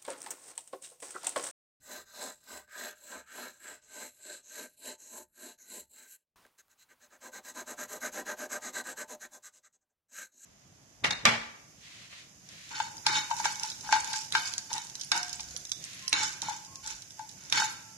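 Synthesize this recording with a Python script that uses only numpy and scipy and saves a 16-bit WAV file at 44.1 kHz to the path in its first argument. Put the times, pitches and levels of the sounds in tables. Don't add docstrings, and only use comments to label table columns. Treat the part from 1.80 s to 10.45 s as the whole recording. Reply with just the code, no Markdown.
import sys
import numpy as np
from scipy import signal
from scipy.fft import rfft, irfft
from scipy.io import wavfile

SR = 44100
rng = np.random.default_rng(int(sys.argv[2]) if len(sys.argv) > 2 else 0)


def bounce(signal):
    frames = np.transpose(np.atleast_2d(signal))
    limited = np.clip(frames, -1, 1)
    pcm = np.round(limited * 32767).astype(np.int16)
    wavfile.write(sys.argv[1], SR, pcm)


N = 381457


def from_db(db):
    return 10 ** (np.asarray(db) / 20)


def rms_one(x):
    return x / np.sqrt(np.mean(x ** 2) + 1e-20)


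def in_time(rows):
    times, *columns = np.transpose(rows)
    t = np.arange(N) / SR
    return np.array([np.interp(t, times, column, -200, -200) for column in columns])


def drift(rate_hz):
    r = np.exp(-2 * np.pi * rate_hz / SR)
    settle = 9000
    noise = rng.standard_normal(N + settle)
    return rms_one(signal.lfilter([1], [1, -2 * r, r * r], noise)[settle:])


def shaped(x, spectrum):
    hz, level_db = np.transpose(spectrum)
    grid = np.fft.rfftfreq(N, 1 / SR) + 1
    gain = from_db(np.interp(np.log(grid), np.log(hz), level_db))
    return irfft(rfft(x) * gain, N)


def coloured(spectrum):
    return rms_one(shaped(rng.standard_normal(N), spectrum))


def still_room():
    # (frequency [Hz], relative level per Hz [dB])
    still_spectrum = [(18, -30), (30, 0.5), (656, 6.5), (728, -1), (15500, -16.5)]
    return from_db(-99.5) * coloured(still_spectrum)


def room(x):
    t60_s, onset_s = 0.14, 0.004
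    t = np.arange(SR // 2) / SR
    tail = rng.standard_normal(len(t)) * from_db(-60 * t / t60_s) * (t > onset_s)
    tail = signal.lfilter([1], [1, -.3], tail)
    return signal.fftconvolve(x, tail / np.sqrt(np.sum(tail ** 2)))[:N]


def hand():
    # (time [s], slide level [dB], airy top level [dB])
    slide_levels = [(4.556, -120, -120), (4.559, -63, -80), (4.66, -66.5, -101), (4.72, -76, -79),
                    (4.78, -78.5, -81), (5.4, -72.5, -78), (6.0, -63, -97), (7.0, -65, -84.5),
                    (7.6, -77.5, -81.5), (8.0, -96.5, -102), (8.3, -98.5, -104)]
    # (frequency [Hz], relative level per Hz [dB])
    slide_spectrum = [(18, -37), (30, -12.5), (479, -14), (575, -16.5), (945, -8.5), (1680, -14),
                      (1870, -15), (6720, -22.5), (15500, -26.5)]
    # (time [s], level [dB])
    rumble_levels = [(0.0, -74), (0.12, -80.5), (3.93, -88), (4.04, -81), (4.43, -106), (4.58, -95),
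                     (4.82, -101), (5.9, -79.5), (7.28, -81.5), (8.12, -102), (8.65, -88.5)]
    # (time [s], drive level [dB])
    bump_levels = [(0.169, -77), (0.72, -70.5), (0.953, -88), (1.353, -73), (1.625, -82), (1.899, -80),
                   (2.199, -80.5), (2.499, -89), (3.052, -80.5), (3.388, -83), (3.999, -79.5)]

    slide_db, airy_db = in_time(slide_levels)
    slide = from_db(slide_db) * coloured(slide_spectrum)
    high_pass = signal.butter(4, 9000, "high", fs=SR, output="sos")
    airy = from_db(airy_db) * rms_one(signal.sosfilt(high_pass, rng.standard_normal(N)))

    rumble_spectrum = [(10, 0), (25, -2.5), (70, 4.0), (130, 4), (200, 2.0), (20000, -80.0)]   # (Hz, dB)
    rumble = from_db(in_time(rumble_levels)[0]) * coloured(rumble_spectrum)

    t = np.arange(SR // 4) / SR
    thud = np.sin(2 * np.pi * 71 * t) * t / 0.017 * np.exp(1 - t / .03)
    bumps = np.zeros(N)
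    for s, drive_db in bump_levels:
        bumps[round(s * SR)] = from_db(drive_db)
    return slide + airy + rumble + signal.fftconvolve(bumps, thud)[:N]


def add(force, s, levels_db, shapes):
    start = round(s * SR)
    span = force[:, start:start + shapes.shape[1]]
    span += (from_db(levels_db)[:, None] * shapes)[:, :span.shape[1]]


def hump(length_s, top, sharpness):
    along = np.linspace(0, 1, round(length_s * SR))
    skew = np.log(.5) / np.log(np.clip(top, .1, .9))
    return np.sin(np.pi * along ** skew).clip(0) ** sharpness


def shared(scratch_db, squeak_db, *others_db):
    nib_db = -10 * np.log10(1 + from_db(2 * squeak_db))
    return scratch_db + np.array([nib_db, nib_db + squeak_db, *others_db])


def loops():
    # (time of top speed [s], speeding up [s],
    # slowing down [s], scratch [dB], squeak re nib ring [dB],
    # then re scratch: barrel [dB], desk [dB], shank [dB], hiss [dB], air [dB])
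    runs = [(0.136, 0.11, 0.14, -49.5, -7, -1, 0.4, -3, -8.5, -12),
            (0.45, 0.19, 0.12, -48, -2, -0.5, -0.1, -2, -8, -11),
            (0.738, 0.12, 0.13, -52, -3, -0.5, 1, 0.5, -6.5, -8),
            (1.036, 0.16, 0.14, -50, 0.5, 2.5, 2, 2.5, -3, -8),
            (1.34, 0.092, 0.12, -53.5, -6, 2, 5, -1, -5.5, -12),
            (1.622, 0.19, 0.14, -50.5, -4.5, 1, 0.6, 0, -4.5, -13),
            (1.885, 0.1, 0.13, -50.5, -8.5, -0.2, -4, -3, -9, -16),
            (2.218, 0.19, 0.12, -46, -6.5, -5, -6.5, -5, -7.5, -20),
            (2.501, 0.11, 0.15, -48, -13, -7, -9, -3.5, -11, -25),
            (2.808, 0.15, 0.099, -46.5, -7.5, -3.5, -4.5, -3, -4, -22),
            (3.084, 0.095, 0.1, -49, -12.5, -3, -1.5, -1.5, -5, -20),
            (3.373, 0.14, 0.1, -50, -10.5, -12.5, -5, -6, -2.5, -14),
            (3.66, 0.15, 0.12, -52, -7.5, -5.5, -4.5, -4, -4, -14.5),
            (3.96, 0.14, 0.11, -48, -13.5, -11, -6.5, -6, -2.5, -13.5),
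            (4.201, 0.088, 0.15, -58, -10.5, -5, -11.5, -6, -4.5, -3.5),
            (4.334, 0.085, 0.047, -55, -11.5, -12, -25, -8.5, 1.5, -5),
            (8.401, 0.095, 0.092, -49, -0.2, -2, -13, -5.5, -6, -23),
            (8.66, 0.12, 0.1, -51.5, -3, -15.5, -26, -13.5, -11.5, -26)]
    # (start [s], length [s], scratch [dB], squeak re nib ring [dB],
    # then re scratch: barrel [dB], shank [dB], hiss [dB])
    bends = [(0.001, 0.025, -74, -7, -2.5, 0, -8), (0.016, 0.075, -61, -9, -7, -8, -8.5),
             (0.252, 0.079, -64, -3, -3, -4, -13), (0.527, 0.095, -71, -8, -6, -2.5, -7),
             (0.597, 0.069, -68.5, -7, -5, -2, -6), (0.82, 0.08, -84, -5, 5, 0.4, -3),
             (0.871, 0.15, -68.5, -4, 9.5, 2, -9), (1.149, 0.085, -65.5, -6, -4, -3, -5),
             (1.203, 0.16, -55, -12, -14, -8.5, -13), (1.425, 0.054, -82, -9, 8, -8, -4),
             (1.458, 0.12, -67, -11.5, 7.5, -5, -13), (1.724, 0.085, -62.5, -6.5, -9, -5, -11),
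             (1.792, 0.065, -59.5, -23, -9, -9, -10), (1.97, 0.068, -82, -6, 0.4, 5, -6),
             (2.013, 0.073, -66.5, 0, -9, -5, -15), (2.308, 0.12, -68.5, -7, -10, -3.5, 0.5),
             (2.382, 0.1, -63.5, -26, -8, -6, -11), (2.623, 0.13, -59.5, 0, -11, -6.5, -9),
             (2.863, 0.12, -69, -10, -11, -4.5, 0), (2.965, 0.17, -57, -21, -25, -7, -1),
             (3.175, 0.13, -59.5, -7.5, -8, -7.5, -7), (3.45, 0.25, -83.5, -20, -9.5, -11, 4),
             (3.775, 0.1, -64.5, 6, -2.5, -10, -3), (4.036, 0.081, -85, -10.5, -8, -2, 3),
             (4.092, 0.102, -63, -27, -23, -10, -5), (4.346, 0.097, -88, -9, -8, -2.5, 5),
             (8.283, 0.074, -70, 2, -14, -12.5, -14), (8.31, 0.041, -61.5, 4, -21, -8, -15),
             (8.458, 0.087, -83, -4, 1, -6, -3), (8.515, 0.096, -69.5, 7, -18, -7, -10)]
    start_sharpness, stop_sharpness = 2.65, 2.27
    desk_sharpness = 1.4
    bend_desk_db = -11

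    force = np.zeros((7, N))
    run_times, run_airs_db = np.transpose(runs)[[0, -1]]
    for s, up, down, scratch_db, *colours_db in runs:
        speeding, slowing = np.linspace(0, .5, round(up * SR)), np.linspace(.5, 1, round(down * SR))
        phase = np.r_[speeding, slowing]
        sharpness = np.where(phase < .5, start_sharpness, stop_sharpness)
        speed = np.sin(np.pi * phase).clip(0) ** sharpness
        desk = speed ** desk_sharpness
        shapes = np.array([speed, speed, speed, desk, speed, speed, speed])
        add(force, s - up, shared(scratch_db, *colours_db), shapes)
    for s, length, scratch_db, squeak_db, barrel_db, shank_db, hiss_db in bends:
        air_db = np.interp(s + length / 2, run_times, run_airs_db)
        levels_db = shared(scratch_db, squeak_db, barrel_db, bend_desk_db, shank_db, hiss_db, air_db)
        add(force, s, levels_db, hump(length, top=0.42, sharpness=1)[None])
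    return force


def hatching():
    # (start [s], length [s], nib [dB], barrel re nib [dB], desk re nib [dB])
    strokes = [(4.774, 0.047, -62.5, 0.5, -13), (4.885, 0.065, -74, 2, -8), (4.97, 0.086, -68, 1.2, -23),
               (5.078, 0.07, -68.5, 10, 0.5), (5.19, 0.0934, -65.5, 0.5, -3), (5.291, 0.093, -67.5, 7, 4),
               (5.399, 0.11, -56, 2.8, 4), (5.511, 0.1, -55.5, 7.5, 5), (5.625, 0.11, -54.5, 2.5, 0),
               (5.733, 0.11, -54, 8.5, 7.5), (5.854, 0.1, -52, 4, 6), (5.961, 0.11, -51.5, 6, 5),
               (6.073, 0.1236, -51, 5, 4.5), (6.197, 0.11, -48, 9.5, 4), (6.311, 0.13, -47.5, 4, 6),
               (6.445, 0.11, -44.5, 6.5, 4), (6.559, 0.12, -47.5, 3.5, 4), (6.686, 0.11, -46, 7, 2.5),
               (6.801, 0.12, -48, 4.5, 0.96), (6.92, 0.11, -44, 5, -1.5), (7.03, 0.12, -47.5, 2.5, 0.6),
               (7.155, 0.098, -46.5, 4, 0), (7.271, 0.0965, -50.5, -2, 4.5), (7.392, 0.088, -52.5, 4, -1),
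               (7.502, 0.094, -54.5, -4, -1.5), (7.619, 0.085, -52.5, -3.5, -17),
               (7.717, 0.09, -60.5, -12.5, -13.5), (7.824, 0.066, -64.5, 1.5, -15),
               (7.92, 0.057, -72.5, -12, -11.5), (8, 0.05, -90.5, -2, 0), (8.085, 0.049, -95, -1.5, 6.5)]
    # (time [s], then re nib: shank [dB], hiss [dB], air [dB])
    stroke_colours = [(4.7, 0.5, -7, -7), (5.3, -2, -6, -11), (5.7, 0.5, -0.5, -12),
                      (6.299, -0.5, -3.5, -16), (7.0, -2, -7.5, -22), (7.501, -4, -7, -22),
                      (7.8, -7.5, -14, -26), (8.199, -12.5, -24, -33)]
    pressed_at = [0.55, 0.53]
    squeak_db = 1.96

    force = np.zeros((7, N))
    times, *colours = np.transpose(stroke_colours)
    for k, (s, length, nib_db, barrel_db, desk_db) in enumerate(strokes):
        speed = hump(length, top=0.5, sharpness=1.35)
        pressure = hump(length, pressed_at[k % 2], sharpness=1.2)
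        shank_db, hiss_db, air_db = [np.interp(s, times, c) for c in colours]
        levels_db = nib_db + np.array([0, squeak_db, barrel_db, desk_db, shank_db, hiss_db, air_db])
        shapes = np.array([speed, speed, speed ** 1.17, pressure, speed, speed, speed])
        add(force, s, levels_db, shapes)
    return force


def fibres(per_s, spread_db, grain):
    sizes = from_db(spread_db * np.minimum(rng.exponential(1, N), 4)) * rng.choice([-1, 1], N)
    caught = rng.random(N) < per_s / SR
    return rms_one(sizes * caught * grain)


def ring(force, modes, place, wander_db):
    pulse = np.zeros(8192)
    pulse[0] = 1
    out, reply = 0, 0
    for k, (hz, width_hz, level_db, across_db) in enumerate(modes):
        r = np.exp(-np.pi * width_hz / SR)
        b = (-1) ** k * from_db(level_db) * (1 - r * r) * np.array([1, 0, -1])
        a = [1, -2 * r * np.cos(2 * np.pi * hz / SR), r * r]
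        coupling = from_db(across_db * place + wander_db * drift(2.53))
        out = out + signal.lfilter(b, a, force * coupling)
        reply = reply + signal.lfilter(b, a, pulse)
    return out / np.sqrt(np.sum(reply ** 2))


def pen():
    # (frequency [Hz], width [Hz], relative level [dB], change from left to right edge [dB])
    nib_modes, squeak_modes, barrel_modes = [(7140, 550, 0, 5.8), (7640, 520, 13.5, 0.066),
                                             (8800, 200, -0.5, 3.5)], [(5580, 1600, 1.9, -2.5), (6570, 870, 13, 5.5)], [(1223, 78, -7, -8),
                                                                          (1444, 120, -4, -4.5),
                                                                          (1484, 139, 0, -3.5),
                                                                          (1604, 153, -1.5, 0.1),
                                                                          (1925, 72, -7, -1.5),
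                                                                          (2157, 210, -15.5, 4.5)]
    desk_modes, shank_modes = [(235, 54.5, -5, 5.5), (362.4, 45, -9, 8.5), (445.6, 29.6, -3.5, 2.5),
                               (522.3, 22, -4, 2.3), (603.3, 21.8, 3, 0.5), (705, 20, -3.5, -1.3),
                               (769.6, 24, -2, -10), (889.6, 14, -4, 3), (926, 73, -15.5, 2),
                               (1019, 52, -2.5, -1)], [(2760, 670, -7, 2.5), (3420, 64, -1.5, -7),
                                             (4050, 220, 1.5, 2.5), (4154, 47, -31, 25),
                                             (4960, 750, -3.5, -17.5)]
    hiss_modes, air_modes = [(9440, 1000, -9.5, 0.5), (11700, 340, 2, -2.5), (11580, 300, 1, -2.5),
                             (13300, 780, -15, 0)], [(12900, 1300, 0.0066, -8.2), (15200, 2400, 0.0099, -9.5)]
    # (low edge [Hz], high edge [Hz])
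    ranges = [(6460, 9200), (5660, 7400), (980, 3630), (184.2, 1270), (2350, 5460), (9360, 12800),
              (12300, 18000)]
    # (time [s], drive level [dB], treble re drive level [dB])
    ticks = [(0.878, -55.5, -7.5), (3.788, -79, 22.5), (4.651, -46.5, -14.5), (4.665, -60, 4.5),
             (4.786, -60, 6), (4.882, -67, 0), (5.408, -60, -9.5), (5.99, -32, -12.5), (8.322, -69, 6)]
    # (time [s], place from 0 at the left edge to 1 at the right)
    nib_places = [(0, 0.065), (2.0, 0.39), (3.2, 1), (4.5, 0.85), (4.6, .3), (8.2, 0.043), (8.65, 0.97)]

    parts = [nib_modes, squeak_modes, barrel_modes, desk_modes, shank_modes, hiss_modes, air_modes]
    dull, bright = np.zeros((2, N))
    for s, drive_db, treble_db in ticks:
        dull[round(s * SR)] = from_db(drive_db + 10.5)
        bright[round(s * SR)] = from_db(drive_db + treble_db + 8.5)
    knocks = [bright, bright, dull, dull, bright, bright, 0.56 * bright]
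    fine, coarse = from_db(1.3 * drift(63)), from_db(1.37 * drift(75))
    grains = [fine, fine, coarse, coarse, fine, fine, fine]
    place = np.interp(np.arange(N) / SR, *np.transpose(nib_places))
    forces = loops() + hatching()

    out = np.zeros(N)
    for force, grain, knock, modes, edges_hz in zip(forces, grains, knocks, parts, ranges):
        catches = force * fibres(11000, spread_db=2.5, grain=grain) + knock + 1e-18
        rung = ring(catches, modes, place, wander_db=2.0)
        band_pass = signal.butter(2, edges_hz, "band", fs=SR, output="sos")
        out += signal.sosfilt(band_pass, rung)
    return out


def scene():
    # (frequency [Hz], gain [dB])
    apart_spectrum = [(60, -8.5), (180, -43), (550, -60), (1650, -63.5), (4970, -60.5), (15000, -29)]
    high_pass = signal.butter(4, 180, "high", fs=SR, output="sos")
    writing = signal.sosfilt(high_pass, pen())
    reverberation = from_db(-17.5) * room(writing)
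    heard = writing + reverberation + hand() + still_room()
    apart = shaped(room(heard), apart_spectrum)
    return np.array([heard + apart, heard - apart])


def record(dry):
    low_pass = signal.ellip(16, .5, 60, 15900, fs=SR, output="sos")
    return signal.sosfilt(low_pass, dry)


dry = scene()
out = record(dry)
bounce(out)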